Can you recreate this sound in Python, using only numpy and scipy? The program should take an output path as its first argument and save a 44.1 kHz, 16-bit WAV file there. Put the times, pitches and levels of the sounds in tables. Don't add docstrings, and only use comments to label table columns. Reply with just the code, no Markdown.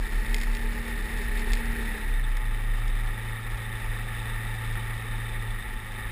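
import sys
import numpy as np
from scipy import signal
from scipy.fft import rfft, irfft, next_fast_len
from scipy.io import wavfile

SR = 44100
rng = np.random.default_rng(int(sys.argv[2]) if len(sys.argv) > 2 else 0)


def persist_wave(psi):
    counts = np.round(np.clip(psi, -1, 1) * 32767).astype(np.int16)
    wavfile.write(sys.argv[1], SR, np.atleast_2d(counts).T)


N = 269451
TIME = np.arange(N) / SR

BRAKE_S = 1.85
REBOUND_DB = -38.5


def from_db(db):
    return 10 ** (np.asarray(db) / 20)


def rms_one(x):
    return x / np.sqrt(np.mean(x ** 2) + 1e-20)


def in_time(rows):
    s, *columns = np.transpose(rows)
    return [np.interp(TIME, s, column) for column in columns]


def drift(rate_hz):
    pole = np.exp(-2 * np.pi * rate_hz * 40 / SR)
    noise = rng.standard_normal(N // 40 + 2002)
    slow = signal.lfilter([1], [1, -2 * pole, pole * pole], noise)[2000:]
    return np.interp(np.arange(N) / 40, np.arange(len(slow)), rms_one(slow))


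def coloured(x, spectrum):
    hz, db = np.transpose(spectrum)
    size = next_fast_len(N)
    bins_hz = np.maximum(np.arange(size // 2 + 1) * SR / size, 1)
    gain = from_db(np.interp(np.log(bins_hz), np.log(hz), db))
    return rms_one(irfft(rfft(x, size) * gain, size)[:N])


def resonate(x, hz, width_hz):
    r = np.exp(-np.pi * width_hz / np.sqrt(np.sqrt(2) - 1) / SR)
    section = [1 - r, 0, r - 1, 1, -2 * r * np.cos(2 * np.pi * hz / SR), r * r]
    return rms_one(signal.sosfilt([section, section], x))


def ring(clicks, hz, t60_s):
    r, w = from_db(-60 / (t60_s * SR)), 2 * np.pi * hz / SR
    return signal.lfilter([0, np.sin(w)], [1, -2 * r * np.cos(w), r * r], clicks + 1e-18)


def pulsing(turns, depth_db):
    return from_db(depth_db * np.cos(2 * np.pi * turns))


def between(throttle, taxi_db, idle_db):
    return from_db(idle_db + throttle * (taxi_db - idle_db))


def braking_s():
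    return np.maximum(TIME - BRAKE_S, 0)


def knocks(turns, spread_db, length_s, rise_s=0.0016):
    count = np.floor(4 * turns).astype(int)
    strength = from_db(spread_db * rng.standard_normal(2000))[count]
    starts = np.diff(count, prepend=0) * strength
    poles = np.exp(-1 / (np.array([length_s, rise_s]) * SR))
    bursts = signal.lfilter([1], np.poly(poles), starts)
    return rms_one(bursts * rng.standard_normal(N))


def tyres(grains_per_s=2500, spread_db=2.5):
    level_db, fade_db_per_s = -48, 45
    born = rng.random(N) < grains_per_s * from_db(3 * drift(25)) / SR
    strength = from_db(spread_db * np.minimum(rng.exponential(1, N), 4))
    grains = born * strength * rng.choice([-1, 1], N)
    # f/Hz, density/dB per Hz
    colour = [(200, -9.5), (1200, 7.5), (2300, 0.5), (5500, -1.5), (7000, -33)]
    return from_db(level_db - fade_db_per_s * braking_s()) * coloured(grains, colour)


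def panel_buzz(turns, flutter_db=2.0):
    peak_db, rise_db_per_s, fade_db_per_s = -50, 3, 32
    before_s = np.maximum(BRAKE_S - TIME, 0)
    level_db = peak_db - rise_db_per_s * before_s - fade_db_per_s * braking_s()
    level_db = level_db + flutter_db * drift(7.3)
    return from_db(level_db) * resonate(knocks(turns, spread_db=0.0, length_s=0.013), 416, 34.5)


def ticks():
    # t/s, click level/dB, rebounds (rounded; none below 1)
    bumps = [(.2603, -43, -1), (.3431, -23, 4.5), (.4125, -33, 1), (.5487, -31, 1), (1.1722, -44, 0.5),
             (1.3733, -39, 1), (1.5184, -38, -0.5), (1.5324, -25.5, 2), (2.367, -39, 0.5), (2.8779, -39, 0)]
    rebound_s, loss_db = .019, 1.5
    crackle_s, crackle_db = .05, -57
    hits = [(s, db) for s, db, _ in bumps]
    rebounds = [(s + (k + 1) * rebound_s, REBOUND_DB - k * loss_db)
                for s, _, count in bumps for k in range(round(count))]
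    crackle = [(s + u * crackle_s, crackle_db)
               for s, _ in hits if s < BRAKE_S for u in rng.uniform(-0.89, 1, size=4)]
    return crackle + rebounds + hits


def mount_ticks(lag_s=0.000874, scuff_s=0.0032, scuff_db=-53, growth=0.48):
    # f/Hz, relative level/dB, t60/s
    mount_modes = [(2110, -1.5, 0.019), (2490, -0.5, 0.013), (3530, 4, 0.0039), (4560, 3, 0.0034),
                   (5380, -1, 0.0049)]
    clicks, scuffs = np.zeros((2, N))
    for s, db in ticks():
        at = int((s + lag_s) * SR)
        clicks[at] = from_db(db)
        scuffs[at] = from_db(scuff_db + growth * (db - REBOUND_DB))
    scuff_decay = signal.lfilter([1], [1, -np.exp(-1 / (scuff_s * SR))], scuffs)
    contact = clicks + scuff_decay * rng.standard_normal(N)
    return sum((-1) ** k * from_db(db) * ring(contact, hz, t60_s)
               for k, (hz, db, t60_s) in enumerate(mount_modes))


def wing_shake(turns, throttle):
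    # t/s, level/dB
    swing_level = [(0, -28.5), (0.45, -23), (0.95, -43), (1.5, -22.5), (1.8, -35.5), (1.95, -34),
                   (2.15, -21), (2.6, -27.1), (3.0, -23.5), (3.15, -36.5), (6.11, -41.5)]
    wing_hz = 32.8
    swing = from_db(in_time(swing_level)[0]) * np.cos(2 * np.pi * wing_hz * TIME)
    unbalance = between(throttle, -31, -39) * np.cos(2 * np.pi * turns)
    tremor = from_db(-40) * resonate(rng.standard_normal(N), wing_hz, width_hz=6)
    return np.sqrt(2) * (swing + unbalance) + tremor


def clatter(turns, throttle, chop):
    # f/Hz, width/Hz, relative level in taxi/dB, at idle/dB
    body_modes = [(46.3, 7, 1, 0), (114, 10, -8.5, -7), (206, 48, -12, -11), (359.5, 74, -17.5, -14.5),
                  (406.5, 53, -23.5, -18), (482, 75, -18.5, -14), (755.5, 44, -19.5, -16),
                  (868.3, 41, -11, -8.5), (1224, 173, -15.5, -6), (1366, 41, -19.5, -14.5),
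                  (1837, 200, -0.5, 2), (2245, 205, -10, -6.5), (2572, 270, -12.5, -10),
                  (3042, 61, -21, -16.5)]
    # f/Hz, density in taxi/dB per Hz, at idle/dB per Hz
    bed = np.array([(25, 44, 0), (60, -18, 4), (140, -5, 0.5), (300, -5, -9.5), (580, 6, -3), (674, 16, -3),
                    (815, -3, 2), (970, 5, -1.5), (1610, 0, -8), (2060, -5.5, -4.5), (3300, -5, -5.5),
                    (4230, 13, -10), (4140, -20, -18), (4830, -12, -9.5), (6240, 0, -17)])
    drive = knocks(turns, spread_db=1.5, length_s=0.0076) * chop
    body = 0
    for hz, width_hz, taxi_db, idle_db in body_modes:
        signs = rng.choice([-1, 1], N)
        body = body + between(throttle, taxi_db, idle_db) * resonate(drive * signs, hz, width_hz)
    rush = knocks(turns, spread_db=2.5, length_s=0.011) * chop
    taxi_rush = np.sqrt(throttle) * from_db(-2.5) * coloured(rush, bed[:, [0, 1]])
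    idle_rush = np.sqrt(1 - throttle) * from_db(-5.0) * coloured(rush, bed[:, [0, 2]])
    rattle_drive = knocks(turns, spread_db=4.0, length_s=0.019) * pulsing(turns, depth_db=3.0)
    rattle = between(throttle, -13.7, -8.5) * resonate(rattle_drive, 3616, 222)
    return body + taxi_rush + idle_rush + rattle


def order(turns, multiple, rough):
    phase = 2 * np.pi * (multiple * turns + rng.random())
    in_phase = (1 + rough * drift(3.7)) * np.sin(phase)
    return np.sqrt(2) * (in_phase + rough * drift(10.5) * np.cos(phase))


def engine_hum(turns, speed, throttle):
    # multiple of the crank rate, level in taxi/dB, level at idle/dB
    order_levels = [(.5, -67, -65), (2, -46, -46), (3, -61, -56), (4, -52.5, -78), (5, -57.5, -68),
                    (6, -61, -64.5), (7, -65.5, -60.5), (7.5, -68, -60), (8, -57, -59.5), (9, -60.5, -58),
                    (9.5, -70, -76), (10, -62, -70), (10.5, -58, -88), (11, -58.5, -71), (12, -64, -68),
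                    (13, -61, -62.5), (15, -63.5, -64), (20, -95, -65)]
    # t/s, level/dB
    sixth_level = [(0.0, -46.5), (0.13, -53.5), (0.34, -44), (0.93, -40.5), (0.98, -47.5), (1.79, -38.5),
                   (2.1, -47.5)]
    # t/s, level/dB
    boom_level = [(2.0, -47.5), (2.25, -37.5), (2.41, -64), (2.43, -41), (2.58, -38.5), (4.8, -34),
                  (5.5, -36.5), (5.56, -44), (6.11, -38)]
    boom_hz, boom_width_hz = 113.4, 3.3
    hum = sum(between(throttle, taxi_db, idle_db) * order(turns, k, rough=0.19)
              for k, taxi_db, idle_db in order_levels)
    sixth = np.sqrt(throttle) * from_db(in_time(sixth_level)[0]) * order(turns, 6, rough=0.049)
    passing = np.array([3, 3.5, 4])[:, None]
    weight = np.array([.4, .3, 1])[:, None]
    response = weight / (1 + (2 * (passing * speed - boom_hz) / boom_width_hz) ** 2)
    shares = response / np.linalg.norm(response, axis=0)
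    boom = sum(share * order(turns, k, rough=0.06) for k, share in zip(passing, shares))
    return hum + sixth + np.sqrt(1 - throttle) * from_db(in_time(boom_level)[0]) * boom


def scene():
    # t/s, turns per second/Hz
    crank_speed = [(0, 38.75), (0.4, 38.78), (0.55, 38.52), (0.8, 38.88), (1.3, 38.43), (1.6, 38.86),
                   (1.9, 38.23), (2.25, 28.65), (2.45, 27.02), (2.65, 27.52), (3.2, 27.93), (3.8, 27.64),
                   (4.05, 28.14), (4.7, 27.93), (5.3, 28.15), (5.65, 26.95), (6.11, 26.85)]
    # t/s, level/dB
    clatter_level = [(0, -40.5), (1.9, -37.5), (2.2, -42), (3.3, -41), (4.9, -39.5), (5.7, -41.5),
                     (6.11, -41)]
    idle_hz, taxi_hz = 28, 38.6
    blades_per_turn = 2 / 2.43
    speed, = in_time(crank_speed)
    clatter_db, = in_time(clatter_level)
    turns = np.cumsum(speed) / SR
    throttle = np.clip((speed - idle_hz) / (taxi_hz - idle_hz), 0, 1)
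    chop = pulsing(blades_per_turn * turns, depth_db=0.22 + 1.0 * throttle)
    machinery = from_db(clatter_db - 1.77) * clatter(turns, throttle, chop)
    background = tyres() + panel_buzz(turns) + mount_ticks()
    mix = background + wing_shake(turns, throttle) + machinery + engine_hum(turns, speed, throttle)
    return mix[None]


def record(dry, band_hz=5780):
    held_rate_hz, hold = 12000, 4
    sound = signal.sosfilt(signal.butter(2, 14, "high", fs=SR, output="sos"), dry)
    sound = signal.sosfilt(signal.cheby1(8, .3, band_hz, fs=SR, output="sos"), sound)
    steps = np.repeat(signal.resample_poly(sound, held_rate_hz, SR, axis=1), hold, axis=1)
    sound = signal.resample_poly(steps, SR, held_rate_hz * hold, axis=1)[:, :N]
    top_cut = signal.ellip(10, .2, 70, 15150, fs=SR, output="sos")
    return signal.sosfilt(top_cut, sound)


dry = scene()
out = record(dry)
persist_wave(out)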